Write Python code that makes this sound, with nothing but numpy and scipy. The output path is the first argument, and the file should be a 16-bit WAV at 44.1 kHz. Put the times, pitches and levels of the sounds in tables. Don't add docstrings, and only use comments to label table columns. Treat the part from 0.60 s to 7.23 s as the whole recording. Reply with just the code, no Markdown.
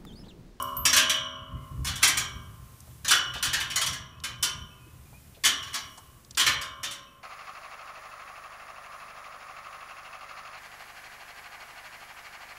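import sys
import numpy as np
from scipy import signal
from scipy.fft import rfft, irfft
from scipy.io import wavfile

SR = 44100
rng = np.random.default_rng(int(sys.argv[2]) if len(sys.argv) > 2 else 0)


def write(x):
    x = np.atleast_2d(x).T
    wavfile.write(sys.argv[1], SR, np.round(np.clip(x, -1, 1) * 32767).astype(np.int16))


N = 292383
TIME_S = np.arange(N) / SR
CUTOFF_HZ = 15500

# time_s, level_db
BREEZE_LEVEL = [(0, -47.5), (.7, -52), (1.6, -43.5), (2.1, -49.5), (2.9, -47.5), (4.1, -51), (5.1, -55.5),
                (6.0, -58), (6.63, -62.5)]
# crest_s, length_s, level_db
WIND_GUSTS = [(0.21, 0.16, -38.5), (0.968, 0.19, -41.5), (1.238, 0.33, -36), (3.994, 0.22, -48.5),
              (5.878, 0.5, -51.5)]
# freq_hz, density_db
RUMBLE_SPECTRUM = [(10, -48), (25, -19), (50, -0.5), (80, 4.5), (105, -1.5), (125, 5.5), (160, -5),
                   (210, -10.5), (320, -22), (600, -36), (1500, -89.5)]
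# freq_hz, density_db
RUSH_SPECTRUM = [(200, 16), (400, 10.5), (800, 6.5), (1500, 6), (3000, 1), (5000, -8)]
# freq_hz, density_db
HISS_SPECTRUM = [(1500, -9), (3000, -1.5), (4500, -1), (7000, 1.5), (10000, 3), (13000, 1.5), (15500, 1.5)]
# time_s, level_db
HISS_ENVELOPE = [(0, -49.5), (.7, -89), (1.05, -61), (1.8, -61), (2.3, -56.5), (3.5, -75), (4.1, -63.5),
                 (4.6, -58), (4.85, -60.5), (5.35, -57.5), (6.15, -68.5), (6.63, -70)]
# pitch_hz, level_db, t60_s
FRAME_MODES = [(254.4, -35, 4.4), (388.6, -35, 3.15), (562, -27.5, 2.2), (637.5, -24.5, 1.75),
               (719, -35.5, 1.5), (1000, -23, 2.6), (1054, -20.5, 2.6), (1095, -26.5, 2.1),
               (1130, -40, 1.4), (1113, -25.5, 2.2), (1186, -21, 2.1), (1350, -29, 2.6), (1425, -16, 1.38),
               (1591, -11, 0.92), (1676, -10, 0.61), (1768, -14, 0.63), (1875, -21.5, 0.36),
               (2004, -21, 0.67), (2155, -18, 0.37), (2258, -13, 0.79), (2410, -8, 0.17), (2613, -10, 0.26),
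               (2920, -22.5, 1.46), (2987, -13.5, 0.5), (2940, -37, 0.41), (3400, -15, 0.3),
               (3366, -12.5, 0.38), (3400, -20.5, 0.26), (3430, -16, 0.23), (3583, -9, 0.41)]
# lowest_hz, level_db, t60_s
WALL_BANDS = [(1047, -15.5, 2.7), (2929, -4, 0.93), (5560, -5.5, 0.57), (9190, -13.5, 0.31),
              (12100, -25, 0.19)]
# freq_hz, density_db
CRASH_SPECTRUM = [(150, -18), (260, 0), (430, -11), (620, -5), (820, -1.5), (1100, 6), (1600, 9.5),
                  (2600, 5.5), (4300, 6), (7000, 1), (10000, -26.5), (12500, -16.5), (15500, -4.5)]
# freq_hz, t60_s
CRASH_DECAY = [(200, 0.62), (600, 0.64), (1500, 0.41), (3500, 0.37), (6000, 0.2), (10000, 0.41),
               (15000, 0.084)]
# start_s, level_db, treble_db, contact_hz, chatter_s
GATE_KNOCKS = [(.252, -20, 6, 5900, 0.0091), (0.329, -21, 4, 5800, 0.0095), (.363, -17, 3.5, 2820, .024),
               (.495, -23.5, 2, 3129, .005), (1.246, -32.5, 5, 1910, 0.0089),
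               (1.268, -30.5, 4, 3860, 0.022), (1.356, -40, 9, 3250, .011), (1.419, -34.5, -9, 2260, 0.013),
               (1.428, -16, 4, 2140, 0.017), (1.474, -32, 16, 4480, 0.016), (1.571, -27, 7, 6460, .01),
               (2.446, -32, -1, 6650, 0.007), (2.48, -25.5, 7, 3550, .011), (2.508, -16.5, 1.5, 1440, .009),
               (2.737, -37.5, -2, 3146, 0.018), (2.826, -25, 5, 3300, 0.037),
               (2.931, -24.5, 1.5, 1610, .011), (3.001, -31, 2.5, 3000, 0.011),
               (3.101, -34.5, 1, 2970, 0.015), (3.158, -25, 4.5, 6600, 0.0074), (3.213, -28, 6, 3560, .014),
               (3.261, -32, 7.5, 5960, .012), (3.327, -39, 6, 1720, .015), (3.637, -33, 4, 2350, .012),
               (3.826, -26, 9.5, 2950, 0.013), (4.837, -23.5, 0, 1900, 0.014),
               (4.849, -21.5, 6.5, 3270, 0.027), (5.027, -41, -2.5, 6400, 0.01),
               (5.07, -45, -5, 6450, 0.02), (5.13, -42, 4, 3960, 0.01), (5.141, -30.5, 3.5, 4740, 0.013),
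               (5.772, -24, 5, 3150, 0.0079), (5.795, -22, 2, 3160, .021), (5.864, -19, -3, 1930, 0.018),
               (6.013, -37, 4, 3050, 0.006), (6.231, -31.5, 2, 3270, .017), (6.309, -41, 8, 3420, 0.019)]
# pitch_hz, level_db, t60_s
LINK_MODES = [(9000, -10, 0.043), (11760, -14.5, .25), (12300, -2.5, 0.47), (12100, -11, 0.33),
              (13404, -0.5, .25), (13432, -15, 0.3), (14450, -6, 0.24), (14900, -17, 0.19)]
# start_s, level_db
LINK_CLINKS = [(0.026, -44), (.168, -29.5)]
# start_s, level_db, resonance_hz, t60_s
FITTING_TICKS = [(.024, -19.5, 11900, 0.018), (0.169, -32, 11700, 0.022), (2.204, -35, 7100, 0.014),
                 (2.312, -53, 2050, 0.03), (2.78, -36, 4940, 0.051), (3.601, -39, 4500, 0.015),
                 (4.744, -46.5, 3020, 0.095), (5.374, -37.5, 6700, 0.056), (5.647, -40, 5600, 0.016),
                 (5.708, -30.5, 5340, 0.021), (5.748, -32, 4470, 0.025)]
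# start_s, length_s, start_hz, end_hz, level_db
BIRD_WHISTLES = [(0.750, 0.095, 2490, 2980, -60), (0.936, .12, 1970, 2200, -61),
                 (3.5, 0.118, 2420, 2700, -63), (4.085, 0.075, 2520, 2710, -58),
                 (4.153, 0.19, 2420, 2660, -62), (4.43, 0.07, 2600, 2280, -68),
                 (4.515, 0.085, 2310, 2590, -59), (6.461, 0.05, 2520, 2730, -58)]
# start_s, level_db, resonance_hz
HOOF_FALLS = [(2.128, -60, 600), (2.272, -50.5, 694), (2.755, -37, 700), (4.264, -49, 255),
              (4.525, -49.5, 640), (4.765, -50.5, 457), (5.376, -44.5, 910)]


def from_db(db):
    return 10 ** (np.asarray(db) / 20)


def unit_rms(x):
    return x / np.sqrt(np.mean(x ** 2) + 1e-20)


def in_time(curve):
    return np.interp(TIME_S, *np.transpose(curve))


def at_hz(curve, hz):
    freq_hz, value = np.transpose(curve)
    return np.interp(np.log(np.maximum(hz, 1)), np.log(freq_hz), value)


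def add(out, start_s, sound):
    start = round(start_s * SR)
    part = sound[max(-start, 0):max(N - start, 0)]
    out[max(start, 0):max(start, 0) + len(part)] += part


def decay(t60_s, samples):
    return np.exp(-np.log(1000) * np.arange(samples) / SR / t60_s)


def swell(sound, rise_s):
    return sound * (1 - np.exp(-np.arange(len(sound)) / SR / rise_s))


def noise(spectrum):
    hz = np.arange(N // 2 + 1) * SR / N
    white = rfft(rng.standard_normal(N))
    return unit_rms(irfft(white * from_db(at_hz(spectrum, hz)), N))


def eddies(rate_hz, step=40):
    pole = np.exp(-2 * np.pi * rate_hz * step / SR)
    points = N // step + 1
    slow = signal.lfilter([1], [1, -2 * pole, pole * pole], rng.standard_normal(2 * points))[points:]
    return np.interp(np.arange(N) / step, np.arange(points), unit_rms(slow))


def air(eddy_db=3, eddy_hz=13, rush_db=-60, rush_follow=0.083):
    breeze_db = in_time(BREEZE_LEVEL)
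    wind = from_db(breeze_db)
    for crest_s, length_s, level_db in WIND_GUSTS:
        add(wind, crest_s - length_s / 2, from_db(level_db) * np.hanning(int(length_s * SR)))
    rumble = wind * from_db(eddy_db * eddies(eddy_hz)) * noise(RUMBLE_SPECTRUM)
    rush = from_db(rush_db + rush_follow * (breeze_db - breeze_db.mean())) * noise(RUSH_SPECTRUM)
    hiss = from_db(in_time(HISS_ENVELOPE)) * noise(HISS_SPECTRUM)
    return rumble + rush + hiss


def resonator(hz, t60_s, size=330):
    pole = (2j * np.pi * hz - np.log(1000) / t60_s) / SR
    steps = np.arange(size)
    course = np.exp(np.outer(pole, steps)).astype(np.complex64)
    state = np.exp(np.outer(steps * size, pole))
    return lambda strength: ((state * strength + 1e-15).astype(np.complex64) @ course).imag.ravel()


def tube_modes(spread=0.4, crowding=1.35, fall_db=14, damping=0.98, count=56):
    hz, db, t60_s = np.transpose(FRAME_MODES)
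    modes = [(hz, from_db(db), t60_s)]
    for lowest_hz, level_db, longest_s in WALL_BANDS:
        position = ((np.arange(count) + rng.random(count)) / count) ** crowding
        shape = unit_rms(from_db(-fall_db * position)) / np.sqrt(count)
        width_hz = spread * np.sqrt(lowest_hz * WALL_BANDS[1][0])
        wall_t60_s = longest_s / (1 + damping * position)
        modes.append((lowest_hz + width_hz * position, from_db(level_db) * shape, wall_t60_s))
    return np.hstack(modes)


def crash_modes(level_db=3, scatter=0.077, count=1500):
    hz = np.linspace(np.sqrt(CRASH_SPECTRUM[0][0]), np.sqrt(CUTOFF_HZ), count) ** 2
    spacing_hz = np.gradient(hz)
    hz = hz + spacing_hz * rng.uniform(-0.46, 0.45, count)
    shape = unit_rms(from_db(at_hz(CRASH_SPECTRUM, hz)) * np.sqrt(spacing_hz)) / np.sqrt(count)
    t60_s = at_hz(CRASH_DECAY, hz) * np.exp(scatter * rng.standard_normal(count))
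    return hz, from_db(level_db) * shape, t60_s


def blow(hz, bass_db, treble_db, contact_hz, contact_db, width_octaves=0.2, spot_db=1.5):
    colour_db = at_hz([(1400, bass_db), (3800, 0), (9000, treble_db)], hz)
    colour_db += contact_db * np.exp(-0.5 * (np.log2(hz / contact_hz) / width_octaves) ** 2)
    colour_db += spot_db * rng.standard_normal(len(hz))
    return from_db(colour_db) * np.exp(2j * np.pi * rng.random(len(hz)))


def crack(centre_hz, t60_s, samples=8192):
    band_hz = np.clip([centre_hz / np.sqrt(2), centre_hz * np.sqrt(2)], 20, SR / 2 - 1000)
    bandpass = signal.butter(2, band_hz, "band", fs=SR, output="sos")
    burst = signal.sosfilt(bandpass, rng.standard_normal(samples))
    return unit_rms(burst) * decay(t60_s, samples)


def chatter(length_s, bounce=0.51, count=14):
    position = (np.arange(count) + rng.random(count)) / count
    samples = max(int(length_s * SR), 2)
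    contacts = np.zeros(samples + 1)
    contacts[(position * samples).astype(int)] = bounce * np.exp(-position) * rng.choice([-1, 1], count)
    contacts[0] = 1
    return contacts / np.linalg.norm(contacts)


def gate(ring_db=-4, crack_db=-5, rattle_db=-10, grip_from_s=1.0, grip_db_per_s=13, linger_age_s=0.5):
    tube_hz, tube_gain, tube_t60_s = tube_modes()
    crash_hz, crash_gain, crash_t60_s = crash_modes()
    tubes = resonator(tube_hz, tube_t60_s)
    crash = resonator(crash_hz, crash_t60_s, size=150)
    out = np.zeros(N)
    earlier_blow = blow(tube_hz, bass_db=-8, treble_db=31, contact_hz=WALL_BANDS[0][0], contact_db=4.5)
    add(out, -linger_age_s, from_db(-1) * tubes(tube_gain * earlier_blow))
    for start_s, level_db, treble_db, contact_hz, chatter_s in GATE_KNOCKS:
        bass_db = -2.5 - 0.13 * (level_db + 25)
        contact_db = 4.5 - np.log2(contact_hz / 3200)
        colour = bass_db, treble_db, contact_hz, contact_db
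        clang = from_db(ring_db) * tubes(tube_gain * blow(tube_hz, *colour))
        if start_s > grip_from_s:
            clang *= from_db(-grip_db_per_s * TIME_S[:len(clang)])
        add(clang, 0, crash(crash_gain * blow(crash_hz, *colour)))
        add(clang, 0, from_db(crack_db + treble_db) * crack(centre_hz=7500, t60_s=0.14))
        clang = swell(clang, rise_s=0.0009)
        add(out, start_s, from_db(level_db) * signal.oaconvolve(clang, chatter(chatter_s)))
        link_hit = crack(centre_hz=11000, t60_s=0.061)
        rattle = signal.fftconvolve(link_hit, chatter(length_s=0.079, count=5))
        add(out, start_s, from_db(level_db + rattle_db) * rattle)
    return out


def chain_and_fittings(rise_share=0.1):
    hz, mode_db, link_t60_s = np.transpose(LINK_MODES)
    link = resonator(hz, link_t60_s)
    out = np.zeros(N)
    for start_s, level_db in LINK_CLINKS:
        add(out, start_s, link(from_db(mode_db + level_db)))
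    for start_s, level_db, resonance_hz, t60_s in FITTING_TICKS:
        add(out, start_s, from_db(level_db) * swell(crack(resonance_hz, t60_s), rise_share * t60_s))
    return out


def bird(echo_t60_s=0.47, echo_samples=8192):
    out = np.zeros(N)
    for start_s, length_s, start_hz, end_hz, level_db in BIRD_WHISTLES:
        pitch_hz = np.linspace(start_hz, end_hz, int(length_s * SR))
        tone = np.sin(2 * np.pi * np.cumsum(pitch_hz) / SR)
        add(out, start_s, from_db(level_db) * np.hanning(len(tone)) * tone)
    echoes = rng.standard_normal(echo_samples) * decay(echo_t60_s, echo_samples)
    return out + signal.fftconvolve(out, echoes / np.linalg.norm(echoes))[:N]


def hooves(thud_t60_s=0.12, sink_s=0.003):
    out = np.zeros(N)
    for start_s, level_db, resonance_hz in HOOF_FALLS:
        add(out, start_s, from_db(level_db) * swell(crack(resonance_hz, thud_t60_s), sink_s))
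    return out


def scene():
    return (gate() + chain_and_fittings() + hooves() + bird() + air())[None]


def record(dry):
    return signal.sosfilt(signal.ellip(12, 0.2, 80, CUTOFF_HZ, fs=SR, output="sos"), dry)


dry = scene()
out = record(dry)
write(out)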